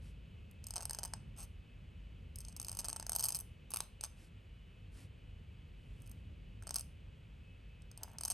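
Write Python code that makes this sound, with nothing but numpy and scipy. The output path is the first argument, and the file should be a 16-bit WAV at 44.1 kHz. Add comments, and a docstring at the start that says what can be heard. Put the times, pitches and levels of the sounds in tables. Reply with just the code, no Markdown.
"""A pointed dip pen writing on paper on a desk, close to a phone's microphones in a quiet room.
The steel nib catches on paper fibres and flicks free: each flick rings nib and holder, taps the desk
and crackles the sheet. Between the flicks the tip drags finely, and now and then the hand slides
over the paper. Behind it lies the room tone: a soft rumble, hiss and two faint electrical whines."""
import sys
import numpy as np
from scipy import signal
from scipy.fft import rfft, irfft
from scipy.io import wavfile
from scipy.ndimage import uniform_filter1d

SR = 44100
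rng = np.random.default_rng(int(sys.argv[2]) if len(sys.argv) > 2 else 0)


def master(y):
    """Save y as 16-bit WAV."""
    cut = np.clip(np.atleast_2d(y).T, -1, 1)
    pcm = np.round(cut * 32767)  # scale
    wavfile.write(sys.argv[1], SR, pcm.astype(np.int16))


N = 367353
TIME, BINS_HZ = np.arange(N) / SR, np.arange(N // 2 + 1) * SR / N

# the nib hooks a fibre and snaps free: t/s, shank ring level/dB, number of slips
CATCHES = [(0.512, -65.5, 1), (0.641, -51.5, 1), (0.668, -42, 1), (0.7067, -42, 1), (0.738, -43.5, 1),
           (0.7579, -39, 1), (0.7635, -35.5, 1), (0.769, -43, 1), (0.78, -41.5, 1), (0.8065, -45.5, 2),
           (0.8238, -46, 1), (0.854, -37, 1), (0.896, -40, 1), (0.9087, -37, 1), (0.932, -41.5, 1),
           (0.9476, -41, 1), (0.9871, -38, 1), (0.993, -46, 1), (1.0322, -38.5, 2), (1.0502, -42, 2),
           (1.1362, -37.5, 1), (2.3581, -48, 1), (2.3863, -46, 1), (2.4046, -48.5, 1), (2.4497, -48.5, 1),
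           (2.484, -47.5, 1), (2.5647, -45.5, 1), (2.5988, -39.5, 1), (2.6153, -46, 1), (2.647, -45.5, 1),
           (2.6835, -39, 1), (2.6944, -41.5, 1), (2.716, -42.5, 1), (2.75, -48, 1), (2.7703, -44, 1),
           (2.7892, -37, 4), (2.8446, -40.5, 2), (2.8843, -36, 1), (2.894, -42.5, 2), (2.929, -38, 1),
           (2.962, -40.5, 1), (2.9657, -41, 1), (2.9981, -41, 1), (3.0265, -44.5, 1), (3.0658, -41.5, 1),
           (3.0945, -34, 1), (3.119, -35.5, 1), (3.1316, -37.5, 1), (3.1509, -38, 2), (3.1615, -31, 1),
           (3.1855, -42, 1), (3.1945, -35, 4), (3.226, -39.5, 1), (3.2346, -38, 1), (3.2394, -32.5, 2),
           (3.2544, -36, 3), (3.2853, -35, 2), (3.3043, -39, 1), (3.322, -40.5, 1), (3.347, -36.5, 4),
           (3.3682, -44, 1), (3.3884, -44.5, 1), (3.705, -54, 2), (3.7173, -51.5, 1), (3.7373, -38.5, 2),
           (3.7605, -41, 1), (3.7701, -38.5, 1), (3.8044, -35, 1), (4.0098, -42, 1), (4.0374, -36, 1),
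           (4.0455, -43, 2), (6.0198, -64, 1), (6.06, -69, 1), (6.095, -65, 1), (6.1144, -56.5, 1),
           (6.624, -56, 1), (6.6703, -45, 2), (6.6921, -43, 1), (6.7077, -37.5, 1), (6.7426, -37.5, 1),
           (6.7583, -33, 2), (6.7845, -44, 1), (6.7946, -44.5, 1), (6.8089, -45.5, 1), (7.82, -64, 1),
           (7.9145, -54, 1), (7.9753, -48.5, 1), (8.033, -39.5, 1), (8.1845, -41.5, 1), (8.2094, -41.5, 1),
           (8.2347, -39, 1), (8.2507, -35, 2), (8.2786, -43, 1), (8.3013, -33.5, 5)]
# pen strokes: start/s, end/s, drag/dB, desk rub/dB, snags/dB, sheet against ring/dB,
# tine tips against ring/dB, pressure at start/0-1, pressure at end/0-1
STROKES = [(0.63, 0.746, -75, -80, -58, -22, -2.5, 0.23, 0.7),
           (0.745, 0.838, -65, -60.5, -48, -13.5, -0.5, 0.44, 0.93),
           (0.85, 1.173, -82, -70, -60, -20, 0, 0.55, 0.87),
           (1.362, 1.456, -54, -83, -58, -25, 4, 0.5, 0.2),
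           (2.351, 2.55, -70, -97, -57.5, -27, -5.5, 0, 0.6),
           (2.553, 3.05, -68, -67.5, -48.5, -17, -1, 0.26, .8),
           (3.058, 3.429, -61, -65.5, -44.5, -20, -0.5, 0.71, 0.09),
           (3.711, 3.86, -60.5, -75, -59, -7, 6, 0.57, 0.75),
           (4.025, 4.068, -55, -76, -54, -13, -3, 0.46, 0.9),
           (5.999, 6.125, -79, -89, -72, -17, 5.5, .5, .5), (6.615, 6.73, -81, -75, -55, -15, -0.5, 1, 0.6),
           (6.735, 6.816, -51.5, -82, -41, -24, 1, 0.56, 0.03),
           (7.97, 8.18, -79, -63.5, -72, -19.5, -3, 0.57, 0),
           (8.181, 8.361, -65, -81, -44, -20, -1.5, 0.63, 0.38)]


def nib(drag, flick):
    """Flicks and fine drag ring the shank and the tine tips; the steel sings on faintly."""
    # modes of holder and shank, thin tine tips and lasting steel ring: f/Hz, width/Hz, level/dB
    shank_modes = [(2664, 110, -26.5), (3025, 90, -15), (4532, 280, -6.5), (5072, 109, -6), (5320, 460, -5),
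                   (6274, 228, -0.5), (7850, 300, -14.5), (8406, 300, 4.5)]
    tip_modes = [(9900, 560, -30), (10660, 290, 8), (10740, 420, 9.5), (12100, 120, 2.5),
                 (12360, 230, -11.5), (14300, 380, -27.5), (15200, 150, -14.5)]
    steel_modes = [(5001, 12, 0), (6501, 12, -2), (8411, 26, -2), (8607, 26, -1), (12151, 16, -3)]
    shank = flicks(shank_modes, flick["times"], flick["ring"], rise_s=.0007, rasp=.099, rasp_s=.0008)
    shank += undb(-2) * resonate(shank_modes, drag)
    tips = flicks(tip_modes, flick["times"], flick["tips"], rise_s=.00016, rasp=.26, rasp_s=.0015)
    tips += undb(-3) * resonate(tip_modes, drag)
    steel = undb(-29) * resonate(steel_modes, shank + tips, rise_s=.0015, size=8192)
    return room(shank + tips + steel, wet_db=-17)


def releases():
    """Times (s) and levels (dB) of all flicks; a pressed nib taps the desk harder and damps its tips."""
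    start, end, _, _, _, sheet_db, tip_db, press_from, press_to = np.transpose(STROKES)
    times, ring_db = np.vstack([snags(), slips()]).T
    stroke = np.argmin(np.maximum(start - times[:, None], times[:, None] - end), axis=1)  # nearest
    progress = np.clip((times - start[stroke]) / (end - start)[stroke], 0, 1)
    pressure = np.clip(press_from[stroke] + progress * (press_to - press_from)[stroke], 0, 1)
    tap_chance, tip_chance = rng.standard_normal((2, len(times)))
    tap_db = np.interp(pressure, (0, 1), (-29.5, -2.5)) + 1.86 * tap_chance
    damping_db = np.interp(pressure, (0, 1), (5, -6.5)) + 2 * tip_chance
    return dict(times=times, ring=ring_db, sheet=ring_db + sheet_db[stroke],
                desk=ring_db + tap_db, tips=ring_db + tip_db[stroke] + damping_db)


def slips(gap_s=.005, jitter=.15, loss_db=2):
    """Each catch lets go in one slip or in a fading stutter: rows of t/s, level/dB."""
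    return [(s + gap_s * (k + min(k, 1) * jitter * rng.standard_normal()), db - k * loss_db)
            for s, db, number in CATCHES for k in range(round(number))]


def snags(count=170, hook_s=.016, hush_db=-17, spread_db=3.5):
    """Small random snags, strongest mid-stroke, hushed while the nib is hooked: rows of t/s, level/dB."""
    start, end, _, _, snag_db, *_ = np.transpose(STROKES)
    written_s = np.cumsum(end - start)
    along_s = (np.arange(count) + rng.uniform(-1, 2, count)) / count % 1 * written_s[-1]
    stroke = np.searchsorted(written_s, along_s)
    times = end[stroke] - written_s[stroke] + along_s
    to_catch_s = np.transpose(CATCHES)[0] - times[:, None]
    hooked = np.any((to_catch_s > 0) & (to_catch_s < hook_s), axis=1)
    speed_db = 20 * np.log10(arch(times, start[stroke], end[stroke], power=.5) + 1e-9)
    levels_db = snag_db[stroke] + speed_db + hush_db * hooked + spread_db * rng.standard_normal(count)
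    return np.transpose([times, levels_db])


def flicks(modes, times, levels_db, rise_s, rasp, rasp_s):
    """Each release is a sharp slip and a brief rasp of tearing fibre, so no two ring alike."""
    t = np.arange(SR * 3 // 1000) / SR
    pushes = rasp * rng.standard_normal((len(times), len(t))) * np.exp(-t / rasp_s)
    pushes[:, 0] += 1  # the slip
    out = np.zeros(N + SR)
    for s, db, push in zip(times, levels_db, pushes):
        click = np.convolve(push, response(modes, rise_s, vary_db=1.56, detune=.015))
        click *= np.sqrt(len(t) / np.sum(click ** 2))  # energy of 3 ms at rms 1
        start = int(np.clip(s * SR, 0, N))
        out[start:start + len(click)] += undb(db) * click
    return out[:N]


def response(modes, rise_s, size=1024, vary_db=0, detune=0):
    """Damped modes build up as a push spreads; pitch and shares can vary from contact to contact."""
    t = np.arange(size) / SR
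    hz, width, db = np.transpose(modes)[:, :, None]
    hz = hz * (1 + detune * rng.uniform(-1.1, 1, hz.shape))
    rings = (1 - np.exp(-t / rise_s)) * np.exp(-np.pi * width * t) * np.sin(2 * np.pi * hz * t)
    shares = undb(db + vary_db * rng.standard_normal(db.shape))
    out = np.sum(shares * rings / np.linalg.norm(rings, axis=1, keepdims=True), axis=0)
    return out / np.linalg.norm(out)


def resonate(modes, push, rise_s=.0005, size=1024):
    """A body rings in its modes under a running push."""
    return signal.fftconvolve(push, response(modes, rise_s, size))[:N]


def grains(per_s, spread_db):
    """Paper texture: random tiny impacts, many weak and few strong; rms 1."""
    sizes = undb(spread_db * np.minimum(rng.exponential(size=N), 4))
    return unit((rng.random(N) < per_s / SR) * sizes * rng.standard_normal(N))


def paper_on_desk(drag, rub_gain, flick):
    """Each flick taps the desk through the paper and crackles the sheet; the moving tip rubs both."""
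    # modes of the desk and of the sheet on it: f/Hz, width/Hz, level/dB
    desk_modes = [(713, 57, -6.5), (891, 262, 6), (1333, 590, -1)]
    sheet_modes = [(1156, 320, 8), (1740, 580, -3.5), (2580, 450, 7.5), (3640, 440, 5)]
    taps = flicks(desk_modes, flick["times"], flick["desk"], rise_s=.0007, rasp=.33, rasp_s=.0008)
    crackle = flicks(sheet_modes, flick["times"], flick["sheet"], rise_s=.00035, rasp=.2, rasp_s=.00092)
    crackle += undb(-10.5) * resonate(sheet_modes, drag)
    rub = resonate(desk_modes, grains(per_s=200, spread_db=1) * rub_gain + undb(-14) * drag)
    return room(taps + crackle + rub, wet_db=-10)


def hand():
    """The side of the hand brushes the sheet as it shifts."""
    # slides: middle/s, length/s, level/dB
    slides = [(0.068, .16, -68), (4.224, 0.17, -66), (4.995, 0.18, -62.5), (6.0, 0.62, -77)]
    # spectrum of skin on paper: f/Hz, level/dB
    skin = [(160, 9), (260, 17.5), (550, -1), (1800, -0.5), (3300, -3), (4800, -1), (6500, -6),
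            (10800, 1.5), (11800, -6), (13000, -36)]
    sliding = sum(undb(db) * arch(TIME, s - length / 2, s + length / 2, power=1.38)
                  for s, length, db in slides)
    return unit(colour(grains(per_s=7100, spread_db=.5), skin)) * sliding


def room(x, wet_db, t60_s=.3, width=.6):
    """Close, direct sound plus the short stereo tail of a small furnished room."""
    t = np.arange(SR // 2) / SR
    envelope = np.exp(-np.log(1000) * t / t60_s) * (1 - np.exp(-(t / .001) ** 2))
    mid, side = rng.standard_normal((2, len(t))) * envelope
    tails = np.array([mid + width * side, mid - width * side])
    tails /= np.sqrt(np.sum(tails ** 2) / 2)
    return x + undb(wet_db) * signal.fftconvolve(x[None], tails, axes=1)[:, :N]


def room_tone():
    """A slowly swelling low rumble under steady hiss."""
    # spectra of rumble and hiss: f/Hz, level/dB
    rumble = [(20, -26), (32, -12.5), (43, 0), (54, 5), (64, -6), (75, 3), (86, -4.5), (101, 2),
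              (118, -8.5), (150, -8), (220, -16), (320, -25), (480, -31)]
    hiss = [(480, -27), (700, -36), (1200, -37.5), (1900, -36), (2500, -30.5), (3100, -32), (3900, -41.5),
            (4600, -44.5), (5400, -51), (8600, -52), (10300, -55.5), (11600, -50), (12800, -73.5),
            (16000, -69.5)]
    # swell of the rumble: t/s, level/dB
    swell = [(0, -51.9), (0.9, -53.3), (1.25, -49.8), (1.6, -53.0), (2.3, -51.5), (3.2, -52.0),
             (3.9, -55.6), (4.5, -55.9), (5.1, -52.5), (5.7, -53.3), (6.05, -49.9), (6.8, -52.4),
             (7.7, -55.5), (8.3, -52.7)]
    rumble_db = np.interp(TIME, *np.transpose(swell)) + .14
    return undb(rumble_db) * diffuse(rumble) + undb(-69.5) * diffuse(hiss)


def diffuse(spectrum):
    """Room noise at two close microphones: wide in the midrange, alike in bass and treble; rms 1."""
    # stereo width: f/Hz, side minus mid/dB
    width = [(60, -22), (120, -19.5), (220, -10.5), (380, -6), (700, 1.5), (1300, 0), (2400, -15.5),
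             (4400, -38), (9000, -41.5)]
    mid, side = colour(rng.standard_normal((2, N)), spectrum)
    side = colour(side, width)
    return unit(np.array([mid + side, mid - side]))


def electrical_whines(waver_db=2.5, waver_hz=2.8):
    """Two thin electrical tones waver in level and pitch."""
    # tones: f/Hz, level/dB
    tones = [(2588, -81.5), (2953, -81.5)]
    out = np.zeros(N)
    for hz, db in tones:
        amplitude = np.sqrt(2) * undb(db + waver_db * wander(rate_hz=9))
        phase = 2 * np.pi * np.cumsum(hz + waver_hz * wander(rate_hz=14)) / SR
        out += amplitude * np.sin(phase)
    return out


def arch(t, start, end, power):
    """Gain of one movement that swells from rest and dies away again."""
    progress = np.clip((t - start) / (end - start), 0, 1)
    return np.sin(np.pi * np.minimum(progress, 1 - progress)) ** power


def colour(x, spectrum):
    """Filter by rows of f/Hz, level/dB, falling away beyond the first and last."""
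    hz, db = np.transpose(spectrum)
    low_cut = 1 / np.sqrt(1 + (.8 * hz[0] / (BINS_HZ + 1)) ** 12)
    high_cut = 1 / np.sqrt(1 + (.85 * BINS_HZ / hz[-1]) ** 12)
    gain = undb(np.interp(np.log(BINS_HZ + 1), np.log(hz), db))
    return irfft(rfft(x) * low_cut * high_cut * gain, N)


def wander(rate_hz):
    """Smooth random drift with a spread near 1."""
    size = int(SR / rate_hz)
    steps = np.repeat(rng.standard_normal(N // size + 1), size)
    return uniform_filter1d(steps, size)[:N] * np.sqrt(3 / 2)


def undb(db):
    """Decibels to gain."""
    return 10 ** (np.asarray(db) / 20)


def unit(x):
    """Scale to rms 1."""
    return x / np.sqrt(np.mean(x ** 2))


def scene():
    """Pen, paper and hand up close, the room behind; the same paper grains shake nib, sheet and desk."""
    start, end, drag_db, rub_db, *_ = np.transpose(STROKES)
    speeds = np.array([arch(TIME, a, b, power=.67) for a, b in zip(start, end)])
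    drag = grains(per_s=1900, spread_db=2) * (undb(drag_db) @ speeds)
    rub_gain = undb(rub_db) @ speeds
    surroundings = hand() + electrical_whines() + room_tone()
    flick = releases()
    return nib(drag, flick) + paper_on_desk(drag, rub_gain, flick) + surroundings


def record(dry, top_hz=16000):
    """The phone's stereo processing shifts left against right in the high treble; the top is cut."""
    # phase between the channels: f/Hz, lead of the left/rad
    channel_phase = [(1500, 0), (3500, .4), (6500, .1), (8600, .2), (10300, -np.pi), (12000, -2 * np.pi),
                     (13400, -3 * np.pi), (15200, -4 * np.pi)]
    lead = np.interp(BINS_HZ, *np.transpose(channel_phase))
    stereo = irfft(rfft(dry) * np.exp(1j * np.array([lead, -lead]) / 2), N)
    return signal.sosfilt(signal.ellip(8, .2, 70, top_hz, fs=SR, output="sos"), stereo)


dry = scene()
out = record(dry)
master(out)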